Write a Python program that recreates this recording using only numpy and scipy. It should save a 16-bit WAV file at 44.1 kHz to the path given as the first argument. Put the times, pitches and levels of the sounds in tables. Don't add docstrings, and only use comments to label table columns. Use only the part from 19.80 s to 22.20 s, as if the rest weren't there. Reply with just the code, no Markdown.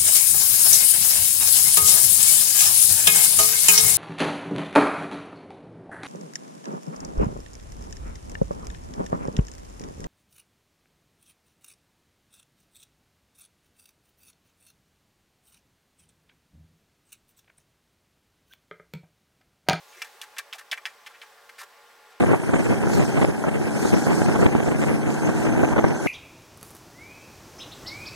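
import sys
import numpy as np
from scipy import signal
from scipy.io import wavfile

SR = 44100
rng = np.random.default_rng(int(sys.argv[2]) if len(sys.argv) > 2 else 0)


def to_wav(sig):
    pcm = np.clip(np.atleast_2d(sig), -1, 1) * 32767
    pcm = np.round(pcm).astype(np.int16)
    wavfile.write(sys.argv[1], SR, pcm.T)


def gain_from_db(level_db):
    decades = np.asarray(level_db, float) / 20
    return 10 ** decades


N = 105840


def rms_one(x):
    return x / np.sqrt(np.mean(x ** 2) + 1e-20)


def peak_one(x):
    return x / np.max(np.abs(x))


def at_hz(points, hz):
    table = np.array(points)
    return np.interp(np.log(hz), np.log(table[:, 0]), table[:, 1])


def band(x, low_hz, high_hz):
    edges = [low_hz, min(high_hz, SR * .45)]
    return signal.sosfilt(signal.butter(2, edges, "band", fs=SR, output="sos"), x)


def high_pass(x, order, hz):
    return signal.sosfilt(signal.butter(order, hz, "high", fs=SR, output="sos"), x)


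def drift(rate_hz):
    r = np.exp(-80 * np.pi * rate_hz / SR)
    steps = rng.standard_normal(N // 40 + 2002)
    slow = signal.lfilter([1], [1, -2 * r, r * r], steps)[2000:]
    return np.interp(np.arange(N) / 40, np.arange(len(slow)), rms_one(slow))


def ring(x, hz, t60_s):
    r = gain_from_db(-60 / (t60_s * SR))
    w = 2 * np.pi * hz / SR
    gain = 2 * np.sqrt(1 - r) * np.sqrt(2) * np.sin(w)
    return signal.lfilter([0, gain], [1, -2 * r * np.cos(w), r * r], x + 1e-18)


# pitch_hz, likeness (0-1)
LEFT_RIGHT_LIKENESS = [(250, 0.86), (1000, 0.91), (4000, 0.67), (12000, 0.79)]


def spread(pair, hz):
    alike = np.clip(at_hz(LEFT_RIGHT_LIKENESS, hz), 0, 1)
    mid = np.sqrt(1 + alike) * pair[0]
    side = np.sqrt(1 - alike) * pair[1] * [[1], [-1]]
    return (mid + side) / np.sqrt(2)


def banded_noise(spectrum, patchy_db):
    out, together = 0, drift(3.0)
    white = rng.standard_normal((2, 2, N))
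    for k, low_hz in enumerate(20 * 2 ** np.arange(3, 9.8, 1 / 4)):
        hz = low_hz * 2 ** .125
        outside = hz < spectrum[0][0] * .8 or hz > spectrum[-1][0] * 1.2
        flicker_db = patchy_db * (.5 * together + drift(15))
        gain = gain_from_db(at_hz(spectrum, hz) - 40 * outside + flicker_db)
        out = out + gain * spread(band(white[k % 2], low_hz, low_hz * 2 ** .25), hz)
    return rms_one(out)


# pitch_hz, level_db (rms)
MACHINE_HUM = [(212, -74), (236, -73), (424, -76), (469, -70), (848, -68.5), (1408, -67)]
WHINE_HZ, WHINE_DB = 14550, -82
HUM_WAVER_DB = 1.5


def machine_hum():
    t, out = np.arange(N) / SR, 0
    for hz, db in list(MACHINE_HUM) + [(WHINE_HZ, WHINE_DB)]:
        level = gain_from_db(db + HUM_WAVER_DB * drift(5.4)) * np.sqrt(2)
        out = out + level * np.sin(2 * np.pi * (hz * t + rng.random()))
    return out


# pitch_hz, level_db (per Hz)
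FLOW_COLOUR = [(250, -31), (400, -2.5), (560, -8.5), (790, 2), (960, 0), (1150, -24), (1600, 1),
               (5000, -13.5)]
FLOW_DB, FLOW_PATCHY_DB = -57.5, 1.0


def steady_flow():
    return gain_from_db(FLOW_DB) * banded_noise(FLOW_COLOUR, FLOW_PATCHY_DB)


# pitch_hz, width_hz, level_db
PIPE_SONG = [(572.3, 9, -71.5), (770, 55, -77), (852, 4.7, -72), (1085, 88, -68), (1157, 75, -70),
             (1555, 15, -76), (1903, 10, -92.5), (7890, 52, -81.5)]


def pipe_song():
    white, out = rng.standard_normal((2, N + SR)), 0
    for hz, width_hz, db in PIPE_SONG:
        tone = ring(white, hz, 2.2 / width_hz)[:, SR:]
        out = out + gain_from_db(db) * spread(tone, hz)
    return out


# time_s, level_db
HISS_FADE = [(0, -58), (.24, -57), (.6, -62), (1.0, -62.5), (1.4, -61.5), (1.9, -62.5), (2.4, -64.5)]
# pitch_hz, level_db (per Hz)
HISS_COLOUR = [(2500, -3), (4000, 0), (7000, -3), (10000, -6), (14000, -7), (16500, -9)]
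HISS_PATCHY_DB = .6


def valve_hiss():
    level_db = np.interp(np.arange(N) / SR, *np.transpose(HISS_FADE))
    return gain_from_db(level_db) * banded_noise(HISS_COLOUR, HISS_PATCHY_DB)


# start_s, length_s, pitch_hz, level_db
VALVE_SQUEAKS = [
    (0.07, 0.069, 6500, -65),
    (.165, 0.029, 5800, -59.5),
    (0.14, 0.12, 2100, -59),
]


def valve_squeaks():
    t, white, out = np.arange(N) / SR, rng.standard_normal(N), 0
    for start_s, length_s, hz, db in VALVE_SQUEAKS:
        swell = np.sin(np.pi * np.clip((t - start_s) / length_s, 0, 1))
        out = out + gain_from_db(db) * swell * ring(white, hz, 0.016)
    return out


# centre_s, level_db, pitch_hz
AIR_GULPS = [
    (0.176, -52, 370),
    (.35, -57.5, 379),
    (1.841, -56, 412),
]
GULP_S = .02


def air_gulps():
    t, out = np.arange(N) / SR, 0
    for centre_s, db, hz in AIR_GULPS:
        swell = np.exp(-((t - centre_s) / GULP_S * 2) ** 2)
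        out = out + gain_from_db(db) * swell * np.sin(2 * np.pi * hz * t)
    return out


# pitch_hz, level_db, t60_s
WALL_MODES = [(770, -3, .05), (900, -5, .04), (1170, -3, .04), (1350, -3, .04), (1610, -1, .05),
              (1775, -2, .045), (1875, -4, .04), (2080, -3, .04), (2340, -1, .045), (2650, -2, .035),
              (2900, -3, .03), (3080, -4, .03), (3330, -2, .03), (5140, -2, .015)]
WALL_DB, BODY_DB, SPRAY_DB = -5, -9, -8
FOCUS_DB_PER_OCT, SCATTER_DB = 20.0, 2.0
WALL_FLOOR_OCT, BODY_WIDTH_OCT = .9, .55
GRIT_DB, STRIKE_DB, STRIKE_S = 3.0, 11.5, 0.00065
FALL_T60_S, SPRAY_T60_S = 0.035, 0.049
SPRAY_LOW_HZ, SPRAY_HIGH_HZ, SPRAY_LIKENESS = 2960, 4810, 0.98
SPAN = 6000


def wall_ring(push, centre_hz):
    out = 0
    for hz, mode_db, t60_s in WALL_MODES:
        level_db = mode_db + SCATTER_DB * rng.standard_normal()
        level_db -= FOCUS_DB_PER_OCT * abs(np.log2(hz / centre_hz))
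        out = out + gain_from_db(level_db) * peak_one(ring(push, hz, t60_s))
    return high_pass(out, 3, centre_hz / 2 ** WALL_FLOOR_OCT)


def water_spray(envelope):
    mid, side = signal.lfilter(*signal.butter(1, SPRAY_HIGH_HZ, fs=SR),
                               high_pass(envelope * rng.standard_normal((2, SPAN)), 2, SPRAY_LOW_HZ))
    return np.sqrt(1 + SPRAY_LIKENESS) * mid + np.sqrt(1 - SPRAY_LIKENESS) * side * [[1], [-1]]


def slugs(rows, rise_s):
    out, t = np.zeros((2, N + SPAN)), np.arange(SPAN) / SR
    rise = np.sin(np.pi / 2 * np.minimum(t / rise_s, 1)) ** 2
    for start_s, db, hz, spray_db, length_s in rows:
        grit = np.minimum(rng.exponential(1, SPAN // 20), 3)
        rough = gain_from_db(GRIT_DB * grit).repeat(20)
        late_s = np.maximum(t - length_s, 0)
        push = rise * rough * gain_from_db(STRIKE_DB * np.exp(-t / STRIKE_S) - 60 * late_s / FALL_T60_S)
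        wall = wall_ring(push * rng.standard_normal(SPAN), hz)
        edges = hz / 2 ** BODY_WIDTH_OCT, hz * 2 ** BODY_WIDTH_OCT
        splash = band(push * rng.standard_normal(SPAN), *edges)
        body = peak_one(band(splash, *edges))
        mist = rise * np.sqrt(rough / rough.mean())
        spray = water_spray(mist * gain_from_db(spray_db + 11.5 - 60 * late_s / SPRAY_T60_S))
        i = int(start_s * SR)
        out[:, i:i + SPAN] += gain_from_db(db) * (gain_from_db(WALL_DB) * wall + gain_from_db(BODY_DB) * body + gain_from_db(SPRAY_DB) * spray)
    return out[:, :N]


# start_s, level_db, centre_hz, spray_db, length_s
SOFT_SPURTS = [(.12, -45.5, 2330, -21, 0.038), (.165, -43, 1990, -15.5, 0.11),
               (.78, -36, 1940, -8.5, 0.017), (.805, -41, 1470, -13, 0.0083), (.966, -48, 820, -6, 0.019),
               (1.075, -42.5, 1890, -15, 0.032), (1.29, -44, 1370, -18, 0.03),
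               (1.335, -41.5, 2050, -36, 0.025), (1.57, -47, 1410, -22, 0.025),
               (1.78, -36.5, 2060, -11, 0.0075), (1.787, -35, 1660, -9, 0.03),
               (1.811, -33, 1170, -12, 0.0098), (1.826, -33.5, 1300, -13, 0.012),
               (2.3, -49.5, 1240, -12, 0.029)]


def soft_spurts():
    return slugs(SOFT_SPURTS, rise_s=.006)


# start_s, peak_db, centre_hz, spray_db, length_s
SHARP_KNOCKS = [(.2185, -23.5, 2480, -13, 0.0039), (.2455, -36, 1300, -9, 0.004),
                (.4148, -26.5, 2750, -9.5, 0.0016), (.432, -36.5, 1630, -10.5, 0.0098),
                (.5655, -34, 1960, -18.5, 0.0069), (.583, -26, 2720, -4, 0.0047),
                (.589, -27, 1600, -11, 0.0045), (.7272, -24.5, 2930, -51, 0.01),
                (.7315, -32, 2030, -6.5, 0.001), (.7325, -37, 2940, -41, 0.0013),
                (.743, -35, 945, -11.5, 0.015), (.9138, -17, 3560, -18.5, 0.0044),
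                (.918, -29, 2530, -14, 0.012), (.9265, -18, 2170, -38, 0.0027),
                (.931, -27, 1940, -11.5, 0.0017), (.94, -34.5, 1900, -9, 0.0016),
                (.9755, -28, 2210, -22, 0.0013), (.981, -32, 1260, -39, 0.0058),
                (1.0545, -19.5, 2660, -20.5, 0.0016), (1.058, -26.5, 1750, -20, 0.012),
                (1.263, -30, 2240, -18.5, 0.012), (1.416, -32.5, 2480, -21, 0.006),
                (1.424, -36, 1270, -19.5, 0.013), (1.693, -36.5, 1900, -15, .004)]
# start_s, peak_db, centre_hz, spray_db, length_s
SIDE_RATTLES = [
    (0.217, -31.5, 1220, -28, 0.0081),
    (0.2207, -23, 4630, -26, 0.0031),
    (.4152, -28, 6500, -16, 0.0043),
    (.5835, -31, 6800, -18, .006),
    (0.727, -33.5, 4870, -33, .008),
    (0.92, -30.5, 770, -26, 0.0073),
    (1.0583, -27.5, 5130, -22, 0.0038),
    (1.264, -36, 4600, -21, 0.0069),
]


def sharp_knocks():
    return slugs(SHARP_KNOCKS + SIDE_RATTLES, rise_s=0.00014)


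ROOM_T60_S, ROOM_DB, WALL_CUT_HZ = 0.17, -26, 13500


def basement(x):
    out, dull = np.zeros((2, N)), np.exp(-2 * np.pi * WALL_CUT_HZ / SR)
    for k, lag in enumerate((rng.uniform(.006, .025, 16) * SR).astype(int)):
        loop, state = x.copy(), [0.]
        gain = gain_from_db(-60 * lag / SR / ROOM_T60_S)
        for i in range(lag, N, lag):
            back, state = signal.lfilter([gain * (1 - dull)], [1, -dull], loop[i - lag:i], zi=state)
            loop[i:i + lag] += back[:N - i]
        out[k % 2] += (loop - x) * (-1) ** (k // 2)
    return out


def scene():
    background = machine_hum() + steady_flow() + pipe_song() + valve_hiss()
    pipe = valve_squeaks() + air_gulps() + soft_spurts() + sharp_knocks()
    return background + pipe + gain_from_db(ROOM_DB) * basement(pipe.mean(axis=0))


def roll_off(x):
    return signal.sosfilt(signal.butter(12, 16490, fs=SR, output="sos"), x)


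MIC_CUT_HZ, TOP_CUT_HZ = 365, 16150
RUMBLE_DB, RUMBLE_TOP_HZ = -83, 276


def record(dry):
    thin = high_pass(dry, 4, MIC_CUT_HZ)
    rumble = gain_from_db(RUMBLE_DB) * rms_one(band(rng.standard_normal((2, N)), 12, RUMBLE_TOP_HZ))
    top_cut = signal.cheby2(20, 45, TOP_CUT_HZ, fs=SR, output="sos")
    return roll_off(signal.sosfilt(top_cut, thin + rumble))


dry = scene()
out = record(dry)
to_wav(out)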